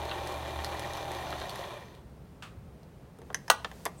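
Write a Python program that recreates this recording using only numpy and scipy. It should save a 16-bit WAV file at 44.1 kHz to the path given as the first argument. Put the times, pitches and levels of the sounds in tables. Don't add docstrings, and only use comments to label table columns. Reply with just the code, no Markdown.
import sys
import numpy as np
from scipy import signal
from scipy.fft import rfft, irfft
from scipy.io import wavfile
from scipy.ndimage import uniform_filter1d

SR = 44100
rng = np.random.default_rng(int(sys.argv[2]) if len(sys.argv) > 2 else 0)


def generate_wav(signal):
    frames = np.transpose(np.atleast_2d(signal))
    scaled = np.clip(frames, -1, 1) * 32767
    pcm = np.round(scaled).astype(np.int16)
    wavfile.write(sys.argv[1], SR, pcm)


N = 176400

# band centre in Hz, t60 in seconds, gain in dB.
ROOM_TAIL = [(260, 0.19, -0.5), (700, 0.42, -11), (1620, 0.33, -11.5), (3420, 0.38, -13.5),
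             (7700, 0.41, -20.5), (14000, 0.2, -43)]
# frequency in Hz, gain in dB.
RUMBLE_EQ = [(20, -24), (66, 2.5), (95, -6), (170, -2.5), (310, -15), (400, -13), (850, -21.5), (1350, -28),
             (3000, -36.5), (8000, -45), (9000, -41), (10300, -46.5), (15500, -45.5)]

# time in seconds, speed in turns per second.
DRIVE_SPEED = [(0, 38.3), (.3, 37.3), (.45, 36.8), (.8, 38.9), (1.03, 38.4), (1.22, 36.3), (1.36, 35.5),
               (1.56, 34.6), (1.7, 31.6), (1.85, 22.3), (2.05, 6.6)]
# time in seconds, gain in dB.
DRIVE_FADER = [(0, 0.5), (.3, 0.5), (.5, -0.5), (.7, 0.5), (1.0, .5), (1.4, -1.5), (1.66, -2), (1.77, -5),
               (1.86, -13.5), (1.95, -18), (2.08, -36), (2.2, -90)]
# centre in Hz, width in Hz, gain in dB.
DRIVE_RESONANCES = [(369, 28, 0.5), (556, 57, -3), (610, 25, -8), (680, 7.9, 3), (772, 13, 1),
                    (1814, 98, 6), (1976, 49, 2), (2377, 29, 11.5), (6160, 460, -1)]
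# frequency in Hz, gain in dB.
DRIVE_EQ = [(90, -18), (150, -9.5), (260, -20.5), (350, -2), (470, -5.5), (570, -1), (800, -2.5),
            (1020, 1.5), (1250, -9), (1800, -16), (2550, -15.5), (3700, -11), (5050, -28), (11400, -29),
            (15500, -36.5)]
# multiple of the drive speed, pre-fader level in dB.
SHAFT_TONES = [(1, -60), (2, -44), (8, -56), (9, -57), (15, -56), (16, -65), (18, -53), (24, -52),
               (27, -58)]
# time in seconds, gain in dB.
SHAFT_FADER = [(0, -1), (1.25, -3.5), (1.42, -2.5), (1.55, -30), (1.9, -42), (2.1, -92)]

# time in seconds, gain in dB.
RASP_FADER = [(0, -60), (.55, -59.5), (.7, -56.5), (1.65, -61), (1.93, -72), (2.05, -90), (2.2, -120)]
# frequency in Hz, gain in dB.
RASP_EQ = [(1500, -27), (4400, 6), (5100, -1), (6200, 3.5), (7800, -20), (12000, -15), (16000, -14)]
# centre in Hz, relative gain in dB.
BOBBIN_RESONANCES = [(7280, 3), (9275, 0.5), (10170, -4), (12100, 1), (13050, -4)]
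# start in seconds, level in dB.
THREAD_TICKS = [(0.053, -48), (0.2727, -43), (0.3224, -47.5), (0.6457, -35), (0.795, -40), (0.9346, -42.5),
                (.972, -45.5), (1.1173, -44), (1.1485, -44), (1.305, -45), (1.4005, -46.5), (1.495, -39.5),
                (1.505, -48), (1.557, -47), (1.95, -59), (2.832, -63.5)]
# frequency in Hz, gain in dB.
TICK_EQ = [(1000, 1), (2500, -3), (4000, 6.5), (7000, -4.5), (12000, -4.5), (16000, -22)]
# start in seconds, knock level in dB, tick level in dB.
SPOOL_KNOCKS = [(0.0937, -47, -44), (0.1122, -44, -37), (0.1139, -36, -43), (0.589, -39, -46),
                (0.72, -49, -50), (1.268, -41.5, -48), (1.325, -36.5, -43.5), (1.4147, -38, -43),
                (1.638, -43.5, -44.5)]

# frequency in Hz, gain in dB.
PEDAL_EQ = [(300, -13), (850, -3), (1250, 7), (1600, 1), (2000, -5), (2550, -1), (3700, -5), (4400, -10.5),
            (8500, -18), (11000, -23), (16000, -30)]
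# time in seconds, level in dB.
RUB_FADER = [(0, -120), (3.1, -99), (3.27, -66), (3.42, -65), (3.6, -62), (3.83, -57), (3.93, -63),
             (4, -66)]
# frequency in Hz, gain in dB.
RUB_EQ = [(200, -9), (400, 12), (1500, -2), (3000, -5.5), (6000, -5), (9000, -8), (11000, -10),
          (16000, -12)]
# start in seconds, then thud, body, mid, treble and fizz levels in dB.
BOBBIN_CLICKS = [(3.187, -45, -55, -63, -71, -64), (3.217, -45, -54, -57, -68, -68),
                 (3.302, -44.5, -38.5, -50.5, -75, -80), (3.3288, -72, -65, -56, -70, -65),
                 (3.345, -47, -40, -28.5, -30.5, -40), (3.48, -60, -42, -42, -47, -55),
                 (3.646, -50, -34.5, -30, -50, -58), (3.714, -52, -47, -46.5, -60, -61),
                 (3.8535, -46, -35, -40, -40, -34), (3.8585, -42, -36.5, -35, -55, -50),
                 (3.8634, -38, -28.5, -36, -47, -51)]
# frequency in Hz, gain in dB.
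CLICK_MID_EQ = [(600, -18.5), (1100, -5.5), (1850, 4), (2500, -8.5), (3500, -3.5), (4500, -14), (5400, -19),
                (12000, -45)]
# start in seconds, crack level in dB, casing ring level in dB.
WINDER_SNAPS = [(3.5001, -13.5, -33), (3.5028, -15, -18), (3.513, -30, -27)]
# frequency in Hz, gain in dB.
SNAP_EQ = [(200, -35), (380, -22), (520, -1.5), (720, 9), (1400, 2), (1950, -1), (2450, -6.5), (3100, -2.5),
           (4500, -5), (5150, -6), (6000, -2), (7600, -12.5), (9000, -6.5), (10800, -15.5), (16000, -14)]
# pitch in Hz, t60 in seconds, relative level in dB.
CASING_MODES = [(556, .06, -19), (719, 0.05, -8.5), (940, .05, -2), (1160, 0.09, -3), (1218, 0.084, 6.5),
                (1366, 0.11, -6), (1486, .09, -2), (1649, 0.049, -6), (1927, 0.055, -3)]

KNOCK_DECAY_S, CLICK_DECAY_S = 0.0069, 0.0032


def undb(db):
    return 10 ** (np.asarray(db) / 20)


def level(x, db=0):
    return x * undb(db) / np.sqrt(np.mean(x ** 2) + 1e-30)


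def clock():
    return np.arange(N) / SR


def curve(rows):
    return np.interp(clock(), *np.array(rows, float).T)


def swell(peak_s, width_s):
    return np.exp(-.5 * ((clock() - peak_s) / width_s) ** 2)


def noise():
    return rng.standard_normal(N)


def drift(rate_hz):
    hold = int(SR / rate_hz)
    steps = noise()[np.arange(N) // hold]
    return 1.3 * uniform_filter1d(uniform_filter1d(steps, hold), hold)


def band(x, lo_hz, hi_hz, order=2):
    sections = signal.butter(order, [lo_hz, hi_hz], "band", fs=SR, output="sos")
    return signal.sosfilt(sections, x + 1e-18)


def ring(x, hz, width_hz):
    return signal.lfilter(*signal.iirpeak(hz, hz / width_hz, fs=SR), x + 1e-18)


def eq(x, points):
    hz, db = np.array(points, float).T
    size = 4096
    log_hz = np.log(np.fft.rfftfreq(size, 1 / SR) + 1)
    cepstrum = irfft(np.log(undb(np.interp(log_hz, np.log(hz), db))))
    cepstrum[1:size // 2] *= 2
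    cepstrum[size // 2 + 1:] = 0
    return signal.fftconvolve(x, irfft(np.exp(rfft(cepstrum))))[:len(x)]


def contact(decay_s, attack_s=0.00011):
    t = np.arange(int(.06 * SR)) / SR
    return rng.choice([-1, 1], len(t)) * (1 - np.exp(-t / attack_s)) * np.exp(-t / decay_s)


def add(out, at_s, burst, db):
    start = int(at_s * SR)
    burst = burst * undb(db) * np.sqrt(.005 * SR / np.sum(burst ** 2))
    out[start:start + len(burst)] += burst[:N - start]


def room(x, wet_db, early_s=0.014, early_db=-5):
    t = clock()[:SR // 2]
    early = rng.standard_normal(len(t)) * np.exp(-t / early_s)
    response = undb(early_db) * early * np.sqrt(2 / early_s / SR)
    for hz, t60, db in ROOM_TAIL:
        tail = band(rng.standard_normal(len(t)), hz / 1.5, hz * 1.5) * undb(-60 * t / t60)
        response += undb(db) * tail * np.sqrt(2 * np.log(1000) / t60 / SR)
    response *= np.minimum(t / 0.001, 1)
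    return x + undb(wet_db) * signal.fftconvolve(x, response)[:N]


def house_rumble(fan_hz=143.9):
    fan = np.sin(2 * np.pi * fan_hz * clock() + 0.83 * drift(4.89)) * undb(4.5 * drift(3.11))
    rumble = band(eq(noise(), RUMBLE_EQ), 39, 20000)
    return level(rumble, -50.5) + level(fan, -60.5)


def rattle(turns, per_turn=36, slip_turns=0.0014, scatter_db=2.5):
    angles, strengths = rng.random(per_turn), rng.standard_normal(per_turn)
    laps = np.arange(80)[:, None]
    at_turns = laps + angles + slip_turns * rng.standard_normal((len(laps), per_turn))
    hits = strengths * undb(scatter_db * rng.standard_normal(at_turns.shape))
    return np.bincount(np.searchsorted(turns, at_turns.ravel()), hits.ravel(), N + 1)[:N]


def machine_body(x, db):
    resonance = sum(undb(gain_db) * ring(x, hz, width) for hz, width, gain_db in DRIVE_RESONANCES)
    voiced = eq(x + resonance, DRIVE_EQ)
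    return voiced * undb(db) / np.std(voiced[clock() < 1.6])


def drive(hum_hz=120, whine_per_turn=20.85, belt_laps_per_turn=0.149):
    turns = np.cumsum(curve(DRIVE_SPEED) * (1 + .005 * drift(14))) / SR
    angle = 2 * np.pi * turns
    hum = np.sin(2 * np.pi * hum_hz * clock())
    brushes = noise() * (1 + 0.13 * hum) * (1 + 0.13 * np.sin(angle)) * undb(1.26 * drift(19.44))
    whir = machine_body(rattle(turns), -45) + machine_body(brushes, -41)
    whine = np.sin(whine_per_turn * angle + 1.1 * drift(45.2)) * undb(2 * drift(29.6))
    motor = whir + level(whine, -48) + level(hum, -51.5)
    shaft = np.zeros(N)
    for multiple, db in SHAFT_TONES:
        tone = np.sin(multiple * angle + 2 * np.pi * rng.random())
        shaft += level(tone * undb(2 * drift(9.74)), db)
    belt_throb = 1 + 0.22 * np.sin(belt_laps_per_turn * angle)
    return motor * undb(curve(DRIVE_FADER)) + shaft * belt_throb * undb(curve(SHAFT_FADER))


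def thread(grains_per_s=1500):
    fibres = noise() * (rng.random(N) < grains_per_s / SR) * undb(2.3 * drift(24.14))
    sizzle = sum(undb(db) * ring(noise(), hz, width_hz=220) for hz, db in BOBBIN_RESONANCES)
    sizzle *= undb(3 * drift(21.55))
    out = (level(eq(fibres, RASP_EQ)) + level(sizzle, -8)) * undb(curve(RASP_FADER))
    for at, db in THREAD_TICKS:
        add(out, at, eq(contact(decay_s=.0014), TICK_EQ), db)
    return out


def spool(jerks_per_s=22):
    jerks = (rng.random(N) < jerks_per_s / SR) * undb(2 * noise())
    taps = signal.fftconvolve(jerks, contact(KNOCK_DECAY_S))[:N]
    out = level(ring(taps, hz=1850, width_hz=200), -56.5) * undb(curve(DRIVE_FADER))
    for at, knock_db, tick_db in SPOOL_KNOCKS:
        add(out, at, band(contact(KNOCK_DECAY_S), 670, 1880, order=3), knock_db)
        add(out, at, band(contact(CLICK_DECAY_S), 2760, 4050, order=3), tick_db)
    return out


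def pedal(start_s=2.423, bounce_s=2.433, attack_s=0.00029, t60_s=0.27):
    age = np.maximum(clock() - start_s, 0)
    envelope = (1 - np.exp(-age / attack_s)) * undb(-60 * age / t60_s)
    clack = level(eq(noise(), PEDAL_EQ), -42.5) * envelope
    add(clack, bounce_s, eq(contact(KNOCK_DECAY_S), PEDAL_EQ), db=-47)
    thump = level(band(noise(), 57, 100), -40.5) * swell(peak_s=2.59, width_s=0.032)
    return clack + thump


def hands():
    rub = level(eq(noise(), RUB_EQ) * undb(2 * drift(30))) * undb(curve(RUB_FADER))
    squeak = level(band(noise(), 7650, 8550), -56) * swell(peak_s=3.993, width_s=0.011)
    return rub + squeak


def bobbin_clicks():
    out = np.zeros(N)
    for at, thud_db, body_db, mid_db, treble_db, fizz_db in BOBBIN_CLICKS:
        add(out, at, band(contact(decay_s=0.016), 330, 500), thud_db)
        add(out, at, band(contact(KNOCK_DECAY_S), 510, 1150, order=3), body_db)
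        add(out, at, eq(contact(CLICK_DECAY_S), CLICK_MID_EQ), mid_db)
        add(out, at, band(contact(CLICK_DECAY_S), 4800, 6700, order=3), treble_db)
        add(out, at, band(contact(decay_s=0.0024), 7800, 12000), fizz_db)
    return out


def winder():
    t = clock()[:SR // 4]
    casing = sum(undb(db - 60 * t / t60) * np.sin(2 * np.pi * hz * t) for hz, t60, db in CASING_MODES)
    out = np.zeros(N)
    for at, crack_db, ring_db in WINDER_SNAPS:
        add(out, at, eq(contact(decay_s=0.0014), SNAP_EQ), crack_db)
        add(out, at, band(casing, 400, 9000), ring_db)
    return out


def scene():
    winding = room(thread() + spool(), wet_db=0)
    clicks = room(bobbin_clicks(), wet_db=-4.5)
    snap = room(winder(), wet_db=-3.5)
    return (drive() + winding + pedal() + hands() + clicks + snap + house_rumble())[None]


def record(dry, cutoff_hz=15900):
    return signal.sosfilt(signal.ellip(10, .2, 80, cutoff_hz, fs=SR, output="sos"), dry)


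dry = scene()
out = record(dry)
generate_wav(out)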